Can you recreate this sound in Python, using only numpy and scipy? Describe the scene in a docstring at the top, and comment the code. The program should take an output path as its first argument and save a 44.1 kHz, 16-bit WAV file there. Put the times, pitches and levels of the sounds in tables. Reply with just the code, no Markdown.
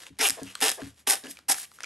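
"""Film rustles and ticks on a craft mat, a hand thuds on the table, then scissors make four short cuts through
thin plastic film, close under a phone. In each cut the film sticks and slips along the blades, some 400 times a
second and slower as the tips close; each slip rings blades and sheet over a tearing hiss. Lone slips sound as
the blades bite and the tips meet. Between cuts the pivot creaks open and film drags on a blade edge; thuds come
up to the last cut, while rustle and ticks go on past it. A small quiet room adds its tail and hush throughout."""
import sys
import numpy as np
from scipy import signal
from scipy.fft import rfft, irfft
from scipy.io import wavfile
from scipy.ndimage import uniform_filter1d

SR = 44100
rng = np.random.default_rng(int(sys.argv[2]) if len(sys.argv) > 2 else 0)


def decibels_to_gain(level_db):
    """Convert a level in decibels to a linear amplitude gain (20 dB per decade)."""
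    exponent = np.asarray(level_db, float) / 20
    return 10 ** exponent


def generate_wav(signal):
    """Clip the signal to [-1, 1] and save it as 16-bit WAV at the path in sys.argv[1]."""
    frames = np.transpose(np.atleast_2d(signal))
    scaled = np.clip(frames, -1, 1) * 32767
    pcm = np.round(scaled).astype(np.int16)
    wavfile.write(sys.argv[1], SR, pcm)


N = 81585
T = np.arange(N) / SR
HZ = np.maximum(np.arange(N // 2 + 1) * SR / N, 1.)
SIDES = np.array([[1], [-1]])  # left, right


def unit(x):
    """Scale to rms 1."""
    return x / np.sqrt(np.mean(x ** 2))


def shaped(x, points):
    """Colour by (f/Hz, gain/dB) points, interpolated over log frequency."""
    p = np.array(points, float)
    gain_db = np.interp(np.log(HZ), np.log(p[:, 0]), p[:, 1])
    return irfft(rfft(x) * decibels_to_gain(gain_db), N)


def ring(x, hz, width_hz):
    """Resonance with gain 1 at its centre."""
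    return signal.lfilter(*signal.iirpeak(hz, hz / width_hz, SR), x)


def body(x, peaks):
    """Sum of resonances (f/Hz, width/Hz, level/dB), signs alternating with rising frequency."""
    out = 0
    for k, (hz, width_hz, db) in enumerate(sorted(peaks)):
        out = out + (-1) ** k * decibels_to_gain(db) * ring(x, hz, width_hz)
    return out


def tilt(x, db_per_octave):
    """Moving brightness about 4 kHz: three bands weighed against each other."""
    low, below_treble = (signal.lfilter(*signal.butter(1, hz, fs=SR), x) for hz in (2000, 7000))
    treble = x - below_treble
    return low * decibels_to_gain(-1.5 * db_per_octave) + (below_treble - low) + treble * decibels_to_gain(1.745 * db_per_octave)


def spikes(times_s, sizes):
    """A train of single samples of the given sizes."""
    places = np.clip((np.asarray(times_s) * SR).astype(int), 0, N - 1)
    return np.bincount(places, sizes, N)


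SLIP_RISE_S, SLIP_FALL_S = .0004, .0006


def release(t, fall_s):
    """Envelope of a sudden release: a smooth rise, then exponential decay."""
    return (1 - np.exp(-t / SLIP_RISE_S)) ** 2 * np.exp(-t / fall_s)


def burst(train, fall_s):
    """Each spike becomes a short swell that dies away."""
    shape = release(T[:800], fall_s)
    return signal.fftconvolve(train, shape / shape.max())[:N]


SLIP_GRIT_DB = -6  # rough part against the clean snap


def snap(train):
    """Each slip is a clean snap inside a short rough swell."""
    shape = release(T[:200], SLIP_FALL_S)
    rough = burst(train, SLIP_FALL_S) * rng.standard_normal(N)
    grit = rough * shape.max() / np.sqrt(np.sum(shape ** 2))
    return np.roll(train, np.argmax(shape)) + decibels_to_gain(SLIP_GRIT_DB) * grit


def swell(start_s, length_s):
    """A quick rise and a slower fall."""
    return np.sin(np.pi * np.clip((T - start_s) / length_s, 0, 1) ** .6)


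# blade force, one list per cut: t/s, level/dB, brightness/(dB/octave), low blade ring/dB
FORCE = [
    [(.19, -28, 1, -13), (.203, -34.5, -9, -23), (.212, -24.5, -8.5, -40), (.228, -21.5, 0.5, -0.5),
     (.258, -22, 2, 18), (.268, -22, 4.5, 10), (.2835, -25.5, 5, 2)],
    [(.6125, -24, 0, 1), (.6195, -26, -2, -2), (.623, -18, -1.5, -3.5), (.675, -21.5, -0.5, -1),
     (.693, -17, 0.5, -2)],
    [(1.067, -44, -7, -5), (1.073, -20, -0.5, -5.5), (1.082, -27.5, 5.5, 5), (1.095, -23, 2.5, -2),
     (1.108, -23.5, 2.5, -21), (1.135, -22.5, 1.5, -3), (1.149, -26.5, 2., -4)],
    [(1.483, -38.5, 8, -8), (1.499, -22, 4.5, -16), (1.51, -31, 8, -12), (1.518, -29, 9.5, -12),
     (1.533, -34.5, 7, -4)],
]
# pace of the slips, one row per cut: first slip/s, rate/(slips/s), slowing from/s, end rate/(slips/s)
PACE = [(0.2024, 454, 0.23, 267), (0.6148, 440, 0.66, 235), (1.0731, 385, 1.125, 200),
        (1.4852, 333, 1.49, 320)]
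# load on the sheet, one row per cut: push/dB, upper sheet mode/dB
LOAD = [(-8.5, 5.5), (-10, 7), (-9.5, 6), (-7, 7.5)]
# tearing hiss under the slips, one per cut: level/dB
TEAR_DB = [-2.5, -2, -1, 3]
# rings of blades and film, low blade ring first: f/Hz, width/Hz, level/dB
RINGS = [(2605, 790, -2), (1920, 600, 1), (3680, 1470, -4.5), (5304, 674, 0), (6610, 630, -3.5),
         (7530, 660, -2.), (9360, 1100, 2), (10490, 990, 4), (13150, 1300, -4)]
# drumming of the sheet, upper mode first: f/Hz, width/Hz, level/dB
SHEET = [(800, 103, 7.5), (434, 91, 3.5), (593, 62, 4), (1144, 1120, -1)]
RING_TRADE = 0.12  # dB lost near 5 kHz per dB gained by the low blade ring
SLIP_JITTER_S, SLIP_SCATTER_DB = .0001, 1.5


def cut(force, pace, load, tear_db):
    """Stick and slip: every release cracks the film, rings the blades and pushes the sheet."""
    c = np.array(force)
    first_s, rate, slowing_s, end_rate = pace
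    push_db, upper_db = load
    start_s, end_s = c[0, 0], c[-1, 0]
    on = (T > start_s) & (T < end_s)
    level_db, bright, ring_db = (np.interp(T, c[:, 0], c[:, k]) for k in (1, 2, 3))

    speed = np.interp(T, [slowing_s, end_s], [rate, end_rate])
    turns = np.cumsum(speed) / SR
    turns -= np.interp(first_s, T, turns)  # a slip falls at each whole turn
    count = np.arange(np.ceil(turns[on][0]), turns[on][-1])
    chance = rng.standard_normal((80, 2))[:len(count)]
    times_s = np.interp(count, turns, T) + SLIP_JITTER_S * chance[:, 0]
    train = spikes(times_s, decibels_to_gain(SLIP_SCATTER_DB * chance[:, 1]))

    hiss = decibels_to_gain(tear_db) * (speed / rate) ** 2 * on * rng.standard_normal(N)  # thins as the slips slow
    drive = snap(train) * np.sqrt(SR / rate) + hiss
    forced = drive * decibels_to_gain(level_db)
    crack = body(forced, RINGS[1:])
    crack += ring(body(drive * decibels_to_gain(level_db + ring_db), RINGS[:1]), *RINGS[0][:2])
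    crack += body(forced * (decibels_to_gain(-RING_TRADE * ring_db) - 1), RINGS[3:4])
    crack /= np.std(body(drive, RINGS)[on])

    hz, width_hz, db = SHEET[0]
    loaded_sheet = [(hz, width_hz, db + upper_db)] + SHEET[1:]
    beat = train * np.sqrt(SR / rate) + 0.89 * drive
    push = body(beat * decibels_to_gain(level_db), loaded_sheet) / np.std(body(beat, SHEET)[on])
    return tilt(crack, bright) + decibels_to_gain(push_db) * push


# lone slips as the blades bite and the tips meet: t/s, relative level/dB, brightness/(dB/octave)
LONE = [(.1875, -24, 1), (.1971, -24, 0), (.2048, -17, 0), (.2097, -13, 1), (.217, -13, 2), (.2869, -10, 3),
        (.2969, -8, 3), (.3046, -9, 3), (.6035, -24, 1), (.6057, -16, 0), (.6133, -15, 0), (.695, -12, 2),
        (.7006, -11, 1), (.7158, -12, 2), (.7245, -24, -2), (1.0981, -10, 5), (1.101, -8, 5),
        (1.1074, -7, 5), (1.1542, -20, 4), (1.5021, -12, 1), (1.5203, -11, 3)]
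LONE_GAIN_DB = 1.5


def lone_slips():
    """Single releases through the same rings as the cuts."""
    e = np.array(LONE)
    train = spikes(e[:, 0], decibels_to_gain(e[:, 1]))
    one_ring = body(spikes([0], [1]), RINGS)
    crack = body(snap(train), RINGS) / np.abs(one_ring).max()
    return decibels_to_gain(LONE_GAIN_DB) * tilt(crack, np.interp(T, e[:, 0], e[:, 2]))


# film dragging on a blade edge: start/s, length/s, level/dB, f/Hz
DRAGS = [(0.461, 0.081, -48, 2760), (1.277, .055, -52, 5000)]
DRAG_Q = 5.2


def drags():
    """Edge friction: hiss gathered about one pitch by two equal resonances."""
    noise, out = rng.standard_normal(N), 0
    for start_s, length_s, db, hz in DRAGS:
        once = ring(noise, hz, hz / DRAG_Q)
        out = out + decibels_to_gain(db) * swell(start_s, length_s) * unit(ring(once, hz, hz / DRAG_Q))
    return out


# pivot creaking open: start/s, length/s, level/dB, top ring/dB
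CREAKS = [(0.371, 0.041, -37.5, -15), (0.413, 0.026, -43, -7), (0.774, 0.057, -39, -11.5),
          (1.227, 0.09, -48, -4)]
# rings under the top ring: f/Hz, width/Hz, level/dB
PIVOT = [(650, 41, 2.5), (428, 93, -3.5), (1054, 210, -13)]
PIVOT_TOP_HZ, PIVOT_TOP_WIDTH_HZ = 1645, 88


def creaks():
    """Friction at the pivot, as noise, rings the handles and the blade root."""
    noise, out = rng.standard_normal(N), 0
    low = unit(body(noise, PIVOT))
    top = unit(ring(noise, PIVOT_TOP_HZ, PIVOT_TOP_WIDTH_HZ))
    for start_s, length_s, db, top_db in CREAKS:
        out = out + decibels_to_gain(db) * swell(start_s, length_s) * (low + decibels_to_gain(top_db) * top)
    return out


# film sliding over the mat: t/s, level/dB, brightness/(dB/octave)
RUSTLE = [(0, -42, -2.5), (0.088, -50.5, -5.5), (.11, -93.5, -20), (0.328, -58, -15), (.4, -47, -3),
          (.505, -43, -3.5), (0.544, -51.5, -3), (.6, -51, -8), (0.721, -26.5, -3.5), (.765, -64, 11.5),
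          (.8, -48.5, -7.5), (0.869, -44, -2.5), (0.944, -63.5, -2.5), (1.004, -51, -1.),
          (1.051, -72.5, -3), (1.166, -54, -19.5), (1.232, -82, 2), (1.244, -48, -12), (1.309, -41.5, 5.5),
          (1.397, -67.5, -12), (1.466, -87.5, -16), (1.548, -39, -6), (1.585, -39.5, 6), (1.644, -36.5, 0),
          (1.671, -69, -2.5), (1.75, -53, 3), (1.85, -58, -16.5)]
# rustle spectrum: f/Hz, relative density/(dB per Hz)
RUSTLE_COLOUR = [(250, -8.5), (900, -8.5), (1700, -3), (2700, -2.5), (4000, -3), (6000, -3), (9000, -2.5),
                 (10500, 5), (12000, -4)]
GRAINS_PER_S, GRAIN_SPREAD_DB, GRAIN_FALL_S = 3500, 2.4, .001


def rustle():
    """Dense tiny crackles of the sliding film: noise gated by random bursts."""
    chance = rng.random((int(GRAINS_PER_S * N / SR), 2))
    sizes = decibels_to_gain(-GRAIN_SPREAD_DB * np.log(chance[:, 1]))
    gate = burst(spikes(chance[:, 0] * T[-1], sizes), GRAIN_FALL_S)
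    film = unit(shaped(gate * rng.standard_normal(N), RUSTLE_COLOUR))
    t_s, level_db, bright = np.array(RUSTLE).T
    return tilt(film, np.interp(T, t_s, bright)) * decibels_to_gain(np.interp(T, t_s, level_db))


# ticks of the creased film: t/s, relative level/dB, f/Hz
TICKS = [(.0665, -31.5, 2730), (.4322, -26.5, 9500), (.5527, -22, 4250), (.5542, -25, 1350),
         (.8185, -33.5, 1600), (1.2381, -36, 4000), (1.269, -34, 3000), (1.3707, -36.5, 2360),
         (1.3888, -41, 4760), (1.389, -34, 1150), (1.5435, -23, 2300), (1.5835, -29.5, 1550),
         (1.653, -40, 2930), (1.716, -39.5, 1340), (1.787, -39.5, 1400), (1.8055, -27.5, 2170),
         (1.8332, -29, 5800), (1.8372, -25, 1380), (1.8434, -28, 2400)]
TICK_FALL_S, TICK_WIDTH_HZ = .0007, 270
TICK_RING_DB, TICK_WIDE_DB, TICK_SNAP_DB = 15, -1.5, 9


def ticks():
    """A crease pops: a wide crack and a brief ring at its own pitch."""
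    out, noise = 0, rng.standard_normal(N)
    for t_s, db, hz in TICKS:
        spike = spikes([t_s], [decibels_to_gain(db)])
        pop = burst(spike, TICK_FALL_S) * noise + decibels_to_gain(TICK_SNAP_DB) * np.roll(spike, 20)
        out = out + decibels_to_gain(TICK_RING_DB) * ring(pop, hz, TICK_WIDTH_HZ)
        out = out + decibels_to_gain(TICK_WIDE_DB) * ring(pop, 1.6 * hz, min(2.6 * hz, SR / 3))
    return out


# hand and handles on the table: t/s, relative level/dB, depth/(dB per octave below 275 Hz)
THUDS = [(0.104, -48, 6), (.196, -40, -15), (0.295, -44.5, 5), (0.4176, -35.5, 3.5), (0.454, -47.5, -2),
         (0.62, -35.5, -16), (0.8197, -36.5, 6.5), (.863, -46.5, 5), (0.912, -64, -8), (1.075, -40.5, -10),
         (1.238, -46, -9), (1.25, -46, -9), (1.276, -47, -8), (1.3, -48, -2), (1.491, -43.5, -1)]
# modes of the table top: f/Hz, relative level/dB, t60/s
TABLE = [(75.7, -17.5, 0.36), (109, -13, 0.32), (163.6, -2, 0.11), (195.5, -8, 0.27), (275.2, 9, 0.12),
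         (434, -1, 0.065)]
THUD_SAG, THUD_SAG_S = .06, .005  # phase advance that dies as the hand settles
THUD_ROUGH, THUD_ROUGH_RISE_S, THUD_RISE_CYCLES = .3, .011, .35


def thuds():
    """Soft blows ring the table top, fluttering under the hand; deeper ones favour its low modes."""
    out = np.zeros(N)
    for start_s, db, depth_db in THUDS:
        t = np.maximum(T - start_s, 0)
        for hz, mode_db, t60_s in TABLE:
            slow = uniform_filter1d(rng.standard_normal(N), size=600)
            flutter = unit(uniform_filter1d(slow, size=600))
            bloom = (1 - np.exp(-t * hz / THUD_RISE_CYCLES)) ** 2
            fade = np.exp(-np.log(1000) * t / t60_s) * bloom
            fade *= 1 + THUD_ROUGH * flutter * np.minimum(t / THUD_ROUGH_RISE_S, 1)
            level = decibels_to_gain(db + mode_db + depth_db * np.log2(275 / hz))
            out += level * fade * np.sin(2 * np.pi * hz * t * (1 + THUD_SAG * np.exp(-t / THUD_SAG_S)))
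    return out


# share reaching the two ports a quarter cycle apart: f/Hz, level/dB
LOW_SIDE = [(100, -19), (250, -14), (1200, -6.5), (2000, -29), (4500, -14), (7000, -28)]


def bounce(sound):
    """A quarter-cycle-shifted share of the sound, opposite in sign at the two ports."""
    return signal.hilbert(shaped(sound, LOW_SIDE)).imag * SIDES


ROOM_T60_S, ROOM_WIDE, ROOM_DB = 0.26, 0.22, -12


def room_tail(near):
    """Diffuse reflections: convolution with decaying noise, partly different left and right."""
    t = T[:SR // 2]
    decay = np.exp(-np.log(1000) * t / ROOM_T60_S) * (t > .002)
    mid, side = rng.standard_normal((2, len(t))) * decay
    tail = (mid + ROOM_WIDE * side * SIDES) / np.sqrt(np.sum(mid ** 2))
    return decibels_to_gain(ROOM_DB) * signal.fftconvolve(near[None], tail, axes=1)[:, :N]


# spectrum of the room's hush: f/Hz, relative density/(dB per Hz)
FLOOR = [(30, -35), (70, -1.5), (300, -7), (1100, -21.5), (2500, -25), (8000, -49), (11500, -52)]
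FLOOR_DB, FLOOR_WIDE = -67.5, 0.12


def hush():
    """Steady coloured noise, nearly alike at both ports."""
    mid, side = (unit(shaped(rng.standard_normal(N), FLOOR)) for _ in range(2))
    return decibels_to_gain(FLOOR_DB) * (mid + FLOOR_WIDE * side * SIDES)


def scene():
    """Near sources and thuds, the near sources' short room tail and the room's own hush."""
    near = sum(map(cut, FORCE, PACE, LOAD, TEAR_DB)) + lone_slips()
    near = near + ticks() + rustle() + drags() + creaks()
    near = signal.lfilter(*signal.butter(2, 260, "high", fs=SR), near)  # small parts radiate no bass
    direct = near + thuds()
    return direct + bounce(direct) + room_tail(near) + hush()


def top_cut(x):
    """Nothing passes above the cut-off."""
    return signal.sosfilt(signal.butter(12, 16990, fs=SR, output="sos"), x)


# lead of the right microphone port: f/Hz, phase/rad
PORT_LEAD = [(8600, 0.048), (11800, 2 * np.pi), (12700, 2 * np.pi), (13100, 3 * np.pi), (14300, 3 * np.pi),
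             (14800, 4 * np.pi)]
# left minus right: f/Hz, level/dB
PORT_PAN = [(100, 1), (300, 3.5), (600, 1.5), (1300, 2), (2000, 0)]
# treble response of both ports: f/Hz, gain/dB
MIC_TOP = [(11500, -2.5), (12500, -12.5), (13200, -34), (14000, -15.5), (16400, -32)]


def record(dry):
    """Two phone ports: a dull top, a slight lean to the left, a phase turn between them in the treble."""
    lead_hz, lead_rad = np.array(PORT_LEAD).T
    pan_hz, pan_db = np.array(PORT_PAN).T
    lean = decibels_to_gain(np.interp(HZ, pan_hz, pan_db) / 2)
    half = lean * np.exp(-.5j * np.interp(HZ, lead_hz, lead_rad))  # each port takes half the difference
    ports = irfft(rfft(shaped(dry, MIC_TOP)) * np.array([half, 1 / half]), N)
    return top_cut(ports)


dry = scene()
out = record(dry)
generate_wav(out)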